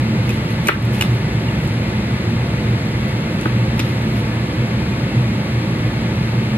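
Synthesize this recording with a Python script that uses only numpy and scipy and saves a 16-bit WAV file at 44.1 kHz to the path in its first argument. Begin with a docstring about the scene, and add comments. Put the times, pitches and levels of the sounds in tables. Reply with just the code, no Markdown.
"""In a small kitchen, a chef's knife slices a seared steak on a wooden board under an extractor fan.
Turbulent air rumbles and hisses in the fan's duct. Fracture of crust and fibres makes the edge rasp
and crackle, and stick-slip friction on wet meat makes it squeak softly. Impacts excite the modes of
the steel, which ticks as it breaks through, and of the board, which knocks as the edge lands.
The loudest knock makes a limiter duck the fan for a moment."""
import sys
import numpy as np
from scipy import signal
from scipy.fft import rfft, irfft
from scipy.io import wavfile
from scipy.ndimage import uniform_filter1d, minimum_filter1d

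SR = 44100
rng = np.random.default_rng(int(sys.argv[2]) if len(sys.argv) > 2 else 0)


def store_wav(level_fs):
    """Save 16-bit WAV to argv[1]."""
    pcm = np.round(np.clip(np.atleast_2d(level_fs), -1, 1) * 32767)
    wavfile.write(sys.argv[1], SR, pcm.T.astype(np.int16))


N = 289737
TIME = np.arange(N) / SR
BIN_HZ = np.maximum(np.arange(N // 2 + 1) * SR / N, 1)


def from_db(db):
    """Amplitude grows tenfold for every 20 decibels."""
    return 10 ** (np.asarray(db) / 20)


def unit_rms(x):
    """Normalisation to an rms of 1."""
    return x / np.sqrt(np.mean(x ** 2) + 1e-20)


def over_bins(points):
    """Linear interpolation of (frequency_hz, value) points on a log-frequency axis."""
    hz, value = np.transpose(points)
    return np.interp(np.log(BIN_HZ), np.log(hz), value)


def coloured(x, db):
    """Zero-phase filtering: each frequency bin takes its own gain."""
    return irfft(rfft(x) * from_db(db), N)


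def cut(x, hz, kind, order=2):
    """Causal low-pass or high-pass filtering with a maximally flat passband."""
    sections = signal.butter(order, min(hz, .45 * SR), kind, fs=SR, output="sos")
    return signal.sosfilt(sections, x + 1e-18)


def dying_noise(t60):
    """Exponential decay: noise starts at rms 1 and loses 60 dB in t60 seconds."""
    age = TIME[:SR // 2]
    return rng.standard_normal(len(age)) * from_db(-60 * age / t60)


def add(track, start_s, sound):
    """Superposition: a sound sums into a track from its start time."""
    start = round(start_s * SR)
    track[start:start + len(sound)] += sound[:N - start]


def swell(peak_s, rise_s, fall_s):
    """A Gaussian envelope of height 1, with a separate standard deviation on each side."""
    return np.exp(-.5 * ((TIME - peak_s) / np.where(TIME < peak_s, rise_s, fall_s)) ** 2)


def grains(per_s, spread_db):
    """A Poisson process: clicks at independent moments, most small and a few large."""
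    sizes = from_db(spread_db * np.minimum(rng.exponential(1, N), 5)) * rng.choice([-1, 1], N)
    return sizes * (rng.random(N) < per_s / SR)


def ring(blows, modes):
    """Modal response: each blow excites every mode as a damped sinusoid, alternating in sign."""
    out = np.zeros(N)
    for k, (hz, db, t60) in enumerate(modes):
        radius, angle = from_db(-60 / (t60 * SR)), 2 * np.pi * hz / SR
        feedback = [1, -2 * radius * np.cos(angle), radius * radius]
        out += (-1) ** k * from_db(db) * signal.lfilter([0, np.sin(angle)], feedback, blows + 1e-18)
    return out


def fan(air_db=-17.5, left_lag_samples=4):
    """Turbulence excites the duct's resonances over the motor's hum; the middle band is diffuse."""
    # direct sound, common to both microphones but reaching the left slightly later:
    # frequency_hz, relative_density_db
    direct_spectrum = [(25, -30), (42, -18.5), (60, -1), (100, -1.3), (200, 0.46), (400, -16), (700, -24.5),
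                       (1300, -23), (2300, -22), (4500, -28.5), (6000, -37), (9000, -43), (12500, -47.5),
                       (15000, -57)]
    # sound scattered by the room, added left and subtracted right: frequency_hz, relative_density_db
    diffuse_spectrum = [(25, -54), (50, -52), (120, -51), (250, -53), (400, -27), (650, -42), (1050, -20.5),
                        (2000, -24), (3000, -33), (4200, -31.5), (5200, -48), (8000, -47.5), (10500, -102),
                        (15000, -84)]
    # resonances of hood, duct and room: centre_hz, width_hz, lift_db
    resonances = [(118.1, 20.3, 11.5), (157, 26.4, 3), (216.2, 21.6, 6), (308.8, 20.5, 6.5), (344, 34, 6),
                  (385.2, 35, 6.5), (508.5, 99, 9.5), (629, 85, 7), (690, 14.4, 10), (765.5, 38, 7),
                  (887, 103, 9), (1123, 9.4, 8), (1220, 15, 4.5), (1731, 14, 9), (1987, 13, 9),
                  (2148, 157, 4.5), (2446, 26, 8), (2665, 44, 5)]
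    # standing waves favour one microphone: frequency_hz, left_minus_right_db
    balance = [(50, 0), (130, -.7), (250, -.6), (390, -2.2), (520, .2), (740, -2.2), (1000, 0), (1250, 2.5),
               (1450, 1), (1900, 3.2), (2740, .8), (4200, .3), (6400, -.4), (10000, 0)]
    # steady tones of the motor: pitch_hz, rms_db
    motor_tones = [(59.4, -43.5), (118.6, -28)]
    lift_db = sum(db * np.exp(-2 * ((BIN_HZ - hz) / width) ** 2) for hz, width, db in resonances)
    direct = coloured(rng.standard_normal(N), over_bins(direct_spectrum) + lift_db)
    diffuse = coloured(rng.standard_normal(N), over_bins(diffuse_spectrum) + lift_db)
    lean_db = over_bins(balance) / 2
    left = np.roll(coloured(direct + diffuse, lean_db), left_lag_samples)
    right = coloured(direct - diffuse, -lean_db)
    hum = sum(from_db(db) * np.sqrt(2) * np.sin(2 * np.pi * (hz * TIME + rng.random()))
              for hz, db in motor_tones)
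    return from_db(air_db) * unit_rms(np.array([left, right])) + hum


def slicing(snaps_per_s=550, size_spread_db=1.0, fall_over_rise=0.63, squeak_over_rasp_db=11):
    """Dense tiny fractures of crust and fibres merge into a rasp; the same jerks excite the steel."""
    # pulls of the edge through crust and meat: peak_s, rise_s, level_db
    strokes = [(.325, 0.055, -53), (.52, 0.028, -52.5), (.66, 0.022, -52), (.84, 0.017, -57),
               (.95, 0.018, -48.5), (1.0, 0.013, -47), (1.14, 0.052, -60), (1.645, 0.03, -53.5),
               (3.08, 0.043, -59), (3.45, .05, -61), (3.785, .012, -55), (3.885, 0.06, -53),
               (4.185, 0.032, -51.5)]
    # spectrum of the rasp: frequency_hz, relative_density_db
    rasp_spectrum = [(600, -20), (1500, -10), (2700, 13), (5300, 8), (6900, 13), (8300, 4), (10500, 21),
                     (13500, 16), (16000, -15)]
    # modes of the steel as wet meat slides along it: pitch_hz, relative_db, t60_s
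    squeak_modes = [(2430, -8, 0.018), (2660, 6, 0.0028), (3500, -15, 0.0096)]
    pull = sum(from_db(db) * swell(s, rise_s, fall_over_rise * rise_s) for s, rise_s, db in strokes)
    snaps = grains(snaps_per_s, size_spread_db)
    rasp = unit_rms(coloured(snaps, over_bins(rasp_spectrum)))
    squeak = from_db(squeak_over_rasp_db) * unit_rms(ring(snaps, squeak_modes))
    return pull * (rasp + squeak)


def crackle(pops_per_s=160, size_spread_db=3.0, pop_t60=.007, snap_t60=.014, band_hz=(6530, 13000)):
    """Brittle fracture snaps larger bits of crust one by one; films of juice rupture in faint pops."""
    # crust breaking under the edge: start_s, level_db
    crust_snaps = [(.33, -41), (.342, -36), (.362, -37), (.512, -37), (.6575, -29), (.824, -34),
                   (.8515, -32), (.934, -33), (.946, -28), (.967, -32), (.986, -34), (1.001, -35),
                   (1.0515, -36), (1.1505, -39), (1.6495, -40), (3.083, -42), (4.164, -39), (4.179, -40),
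                   (4.19, -37)]
    # spells with the blade in wet meat: middle_s, half_length_s, level_db
    wet_spells = [(.4, .15, -57), (1.4, 0.22, -57), (3.2, 0.2, -58), (4.05, 0.12, -51)]
    snaps = np.zeros(N)
    for start_s, db in crust_snaps:
        add(snaps, start_s, from_db(db) * dying_noise(snap_t60))
    wetness = sum(from_db(db) * swell(s, half_s, half_s) for s, half_s, db in wet_spells)
    noise = rng.standard_normal(N)
    ruptures = np.abs(grains(pops_per_s, size_spread_db))
    pop_envelope = signal.lfilter([1], [1, -from_db(-60 / (pop_t60 * SR))], ruptures + 1e-18)
    pops = wetness * unit_rms(noise * pop_envelope)
    return cut(cut(snaps + pops, band_hz[0], "high", order=3), band_hz[1], "low", order=4)


def squeaks_and_chatter(waver_share=0.0273, waver_hz=150):
    """Stick-slip on wet meat gives squeaks; the blade rings in one short chatter as it breaks through."""
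    # brief gliding tones, the loudest being the chatter:
    # middle_s, half_length_s, pitch_hz, glide_hz_per_s, level_db
    tones = [(.279, .003, 2250, -15000, -32), (0.3, 0.0033, 2500, 5999.5, -27),
             (0.672, 0.0018, 2330, 3001, -17), (1.0127, 0.001, 2800, 2999, -9),
             (1.47, .003, 2430, 5001, -33), (1.488, .003, 2770, 12999, -28)]
    unsteady = 1 + waver_share * unit_rms(cut(rng.standard_normal(N), waver_hz, "low"))
    out = np.zeros(N)
    for middle_s, half_s, hz, glide, db in tones:
        cycles = np.cumsum((hz + glide * (TIME - middle_s)) * unsteady) / SR
        out += from_db(db) * swell(middle_s, half_s, half_s) * np.sin(2 * np.pi * cycles)
    return out


def blade(crack_t60=0.016, crack_hz=(6000, 13000), scrape_hz=(1600, 4500), rebound_ring_db=-1):
    """Impact and one rebound each crack, scrape and ring the steel. Returns (contact noise, ring)."""
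    # the blade breaks through or catches:
    # start_s, crack_db, scrape_db, scrape_t60_s, ring_db, rebound_delay_s, rebound_db
    ticks = [(0.2928, -28, -29, .02, -24, 0.012, -5), (0.6713, -18, -18, 0.02, -27, 0.0016, -12),
             (0.6839, -17, -13, 0.032, -17, .0025, -12), (1.0107, -16.5, -16.5, 0.05, -12, 0.0117, -7),
             (1.6746, -33, -37, .02, -45, 0.0047, -10), (3.412, -30.5, -38, .02, -42, .011, -10),
             (3.7936, -27.5, -17, 0.04, -17, .007, -6)]
    # modes of the blade, damped by meat and hand: pitch_hz, gain_db, t60_s
    steel_modes = [(880, -15, .01), (1620, -21, 0.014), (2120, -12, 0.021), (2540, 5, 0.011),
                   (2920, -2, 0.0099), (3250, -5, 0.006), (3830, -9, 0.0085), (7000, -13.5, 0.0056),
                   (9050, -10, 0.0043), (12400, -8.5, .004)]
    cracks, scrapes, blows = np.zeros((3, N))
    for start_s, crack_db, scrape_db, scrape_t60, ring_db, rebound_s, rebound_db in ticks:
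        touches = (start_s, 0, 0), (start_s + rebound_s, rebound_db, rebound_ring_db)
        for touch_s, touch_db, touch_ring_db in touches:
            add(cracks, touch_s, from_db(crack_db + touch_db) * dying_noise(crack_t60))
            add(scrapes, touch_s, from_db(scrape_db + touch_db) * dying_noise(scrape_t60))
            add(blows, touch_s, from_db([ring_db + touch_ring_db]))
    cracks = cut(cut(cracks, crack_hz[0], "high", order=3), crack_hz[1], "low", order=3)
    scrapes = cut(cut(scrapes, scrape_hz[0], "high"), scrape_hz[1], "low", order=4)
    return cracks + scrapes, ring(blows, steel_modes)


def board(skid_db=-22, skid_t60=0.018, skid_low_hz=1000):
    """Impact excitation: the edge bites, skids and lands; softer contact rings only the low modes."""
    # the edge meets the board:
    # start_s, bite_db, bite_cutoff_hz, landing_delay_s, landing_db, landing_cutoff_hz
    knocks = [(0.6862, 2.5, 3300, 0.005, 3, 1740), (1.0098, -20, 2476, .0117, -16, 2400),
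              (3.4557, -15, 6000, 0.00296, 2, 535), (3.792, -29, 2400, 0.0036, -11, 950)]
    # modes of the board on the worktop: pitch_hz, gain_db, t60_s
    wood_modes = [(317, -14.5, 0.074), (421, -13, 0.039), (597, -16, 0.022), (780, -13, 0.015),
                  (915, -13, 0.024), (1275, -6.5, 0.025), (1400, -3, 0.011), (1555, -3, 0.017),
                  (1970, -4.5, 0.0094), (2440, -6.5, 0.012), (2820, -9, .009), (3300, -12, 0.007),
                  (3900, -16.5, 0.0062)]
    blows, click = np.zeros(N), signal.unit_impulse(SR // 100)
    for start_s, bite_db, bite_hz, land_s, land_db, land_hz in knocks:
        add(blows, start_s, from_db(bite_db) * cut(click, bite_hz, "low"))
        # the skid is too light to shake the lowest modes
        skid = cut(cut(dying_noise(skid_t60), bite_hz, "low"), skid_low_hz, "high")
        add(blows, start_s, from_db(bite_db + skid_db) * skid)
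        add(blows, start_s + land_s, from_db(land_db) * cut(click, land_hz, "low"))
    return ring(blows, wood_modes)


def kitchen(x, early_db=-4, early_t60=0.014, early_low_hz=704, tail_db=-7.5, tail_t60=0.23, gap_s=.003):
    """Reverberation: early reflections off worktop and cupboards, then a tail, different on each side."""
    # colour of the reverberant tail: frequency_hz, gain_db
    tail_spectrum = [(100, -18), (600, -11), (1000, 7), (1280, 11), (1600, 5), (2050, 12.5), (2700, 9),
                     (3600, 16.5), (6000, 10), (8500, 9.5), (15000, 7)]
    sides = []
    for _ in range(2):
        early, tail = np.zeros((2, N))
        for track, t60, db in ((early, early_t60, early_db), (tail, tail_t60, tail_db)):
            reflections = dying_noise(t60)
            add(track, gap_s, from_db(db) * reflections / np.linalg.norm(reflections))
        # nearby surfaces are too small to reflect the bass
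        response = cut(early, early_low_hz, "high") + coloured(tail, over_bins(tail_spectrum))
        sides.append(signal.fftconvolve(x, response[:SR // 2])[:N])
    return np.array(sides)


def widened(x):
    """Phase difference: a near sound reaches the two microphones equally loud but out of step."""
    # stereo width of the microphone pair: frequency_hz, side_minus_mid_db
    width = [(300, -13), (900, -2), (1300, 4), (2000, -4), (2800, -1), (4200, -4), (6500, 12), (8000, -3),
             (10000, -22), (12000, -9), (15000, 8)]
    side = irfft(1j * rfft(x) * from_db(over_bins(width)), N)
    return np.array([x + side, x - side])


def limiter(x, ceiling_db=0.5, release_db_per_s=24, window_samples=89):
    """Look-ahead limiting: gain drops just before a peak above the ceiling and creeps back."""
    over_db = np.maximum(20 * np.log10(np.abs(x).max(axis=0) + 1e-9) - ceiling_db, 0)
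    release_db = release_db_per_s * TIME
    held_db = np.maximum.accumulate(over_db + release_db) - release_db
    gain_db = uniform_filter1d(minimum_filter1d(-held_db, window_samples), window_samples)
    return x * from_db(gain_db)


def scene(rasp_echo_db=-5, contact_echo_db=-3, steel_echo_db=-13, board_echo_db=-3):
    """Direct and reverberant sound superpose; the knife is straight ahead, the fan off to one side."""
    air = fan()
    rasp = slicing() + crackle()
    contacts, ringing = blade()
    steel = ringing + squeaks_and_chatter()   # buried in meat, it sends little to the walls
    knocks = board()
    echo = kitchen(from_db(rasp_echo_db) * rasp + from_db(contact_echo_db) * contacts
                   + from_db(steel_echo_db) * steel + from_db(board_echo_db) * knocks)
    return rasp + widened(contacts + steel + knocks) + echo + air


def record(dry, cutoff_hz=15300):
    """Peak limiting, then band limiting by a steep elliptic low-pass."""
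    low_pass = signal.ellip(10, .1, 90, cutoff_hz, fs=SR, output="sos")
    return signal.sosfilt(low_pass, limiter(dry))


dry = scene()
out = record(dry)
store_wav(out)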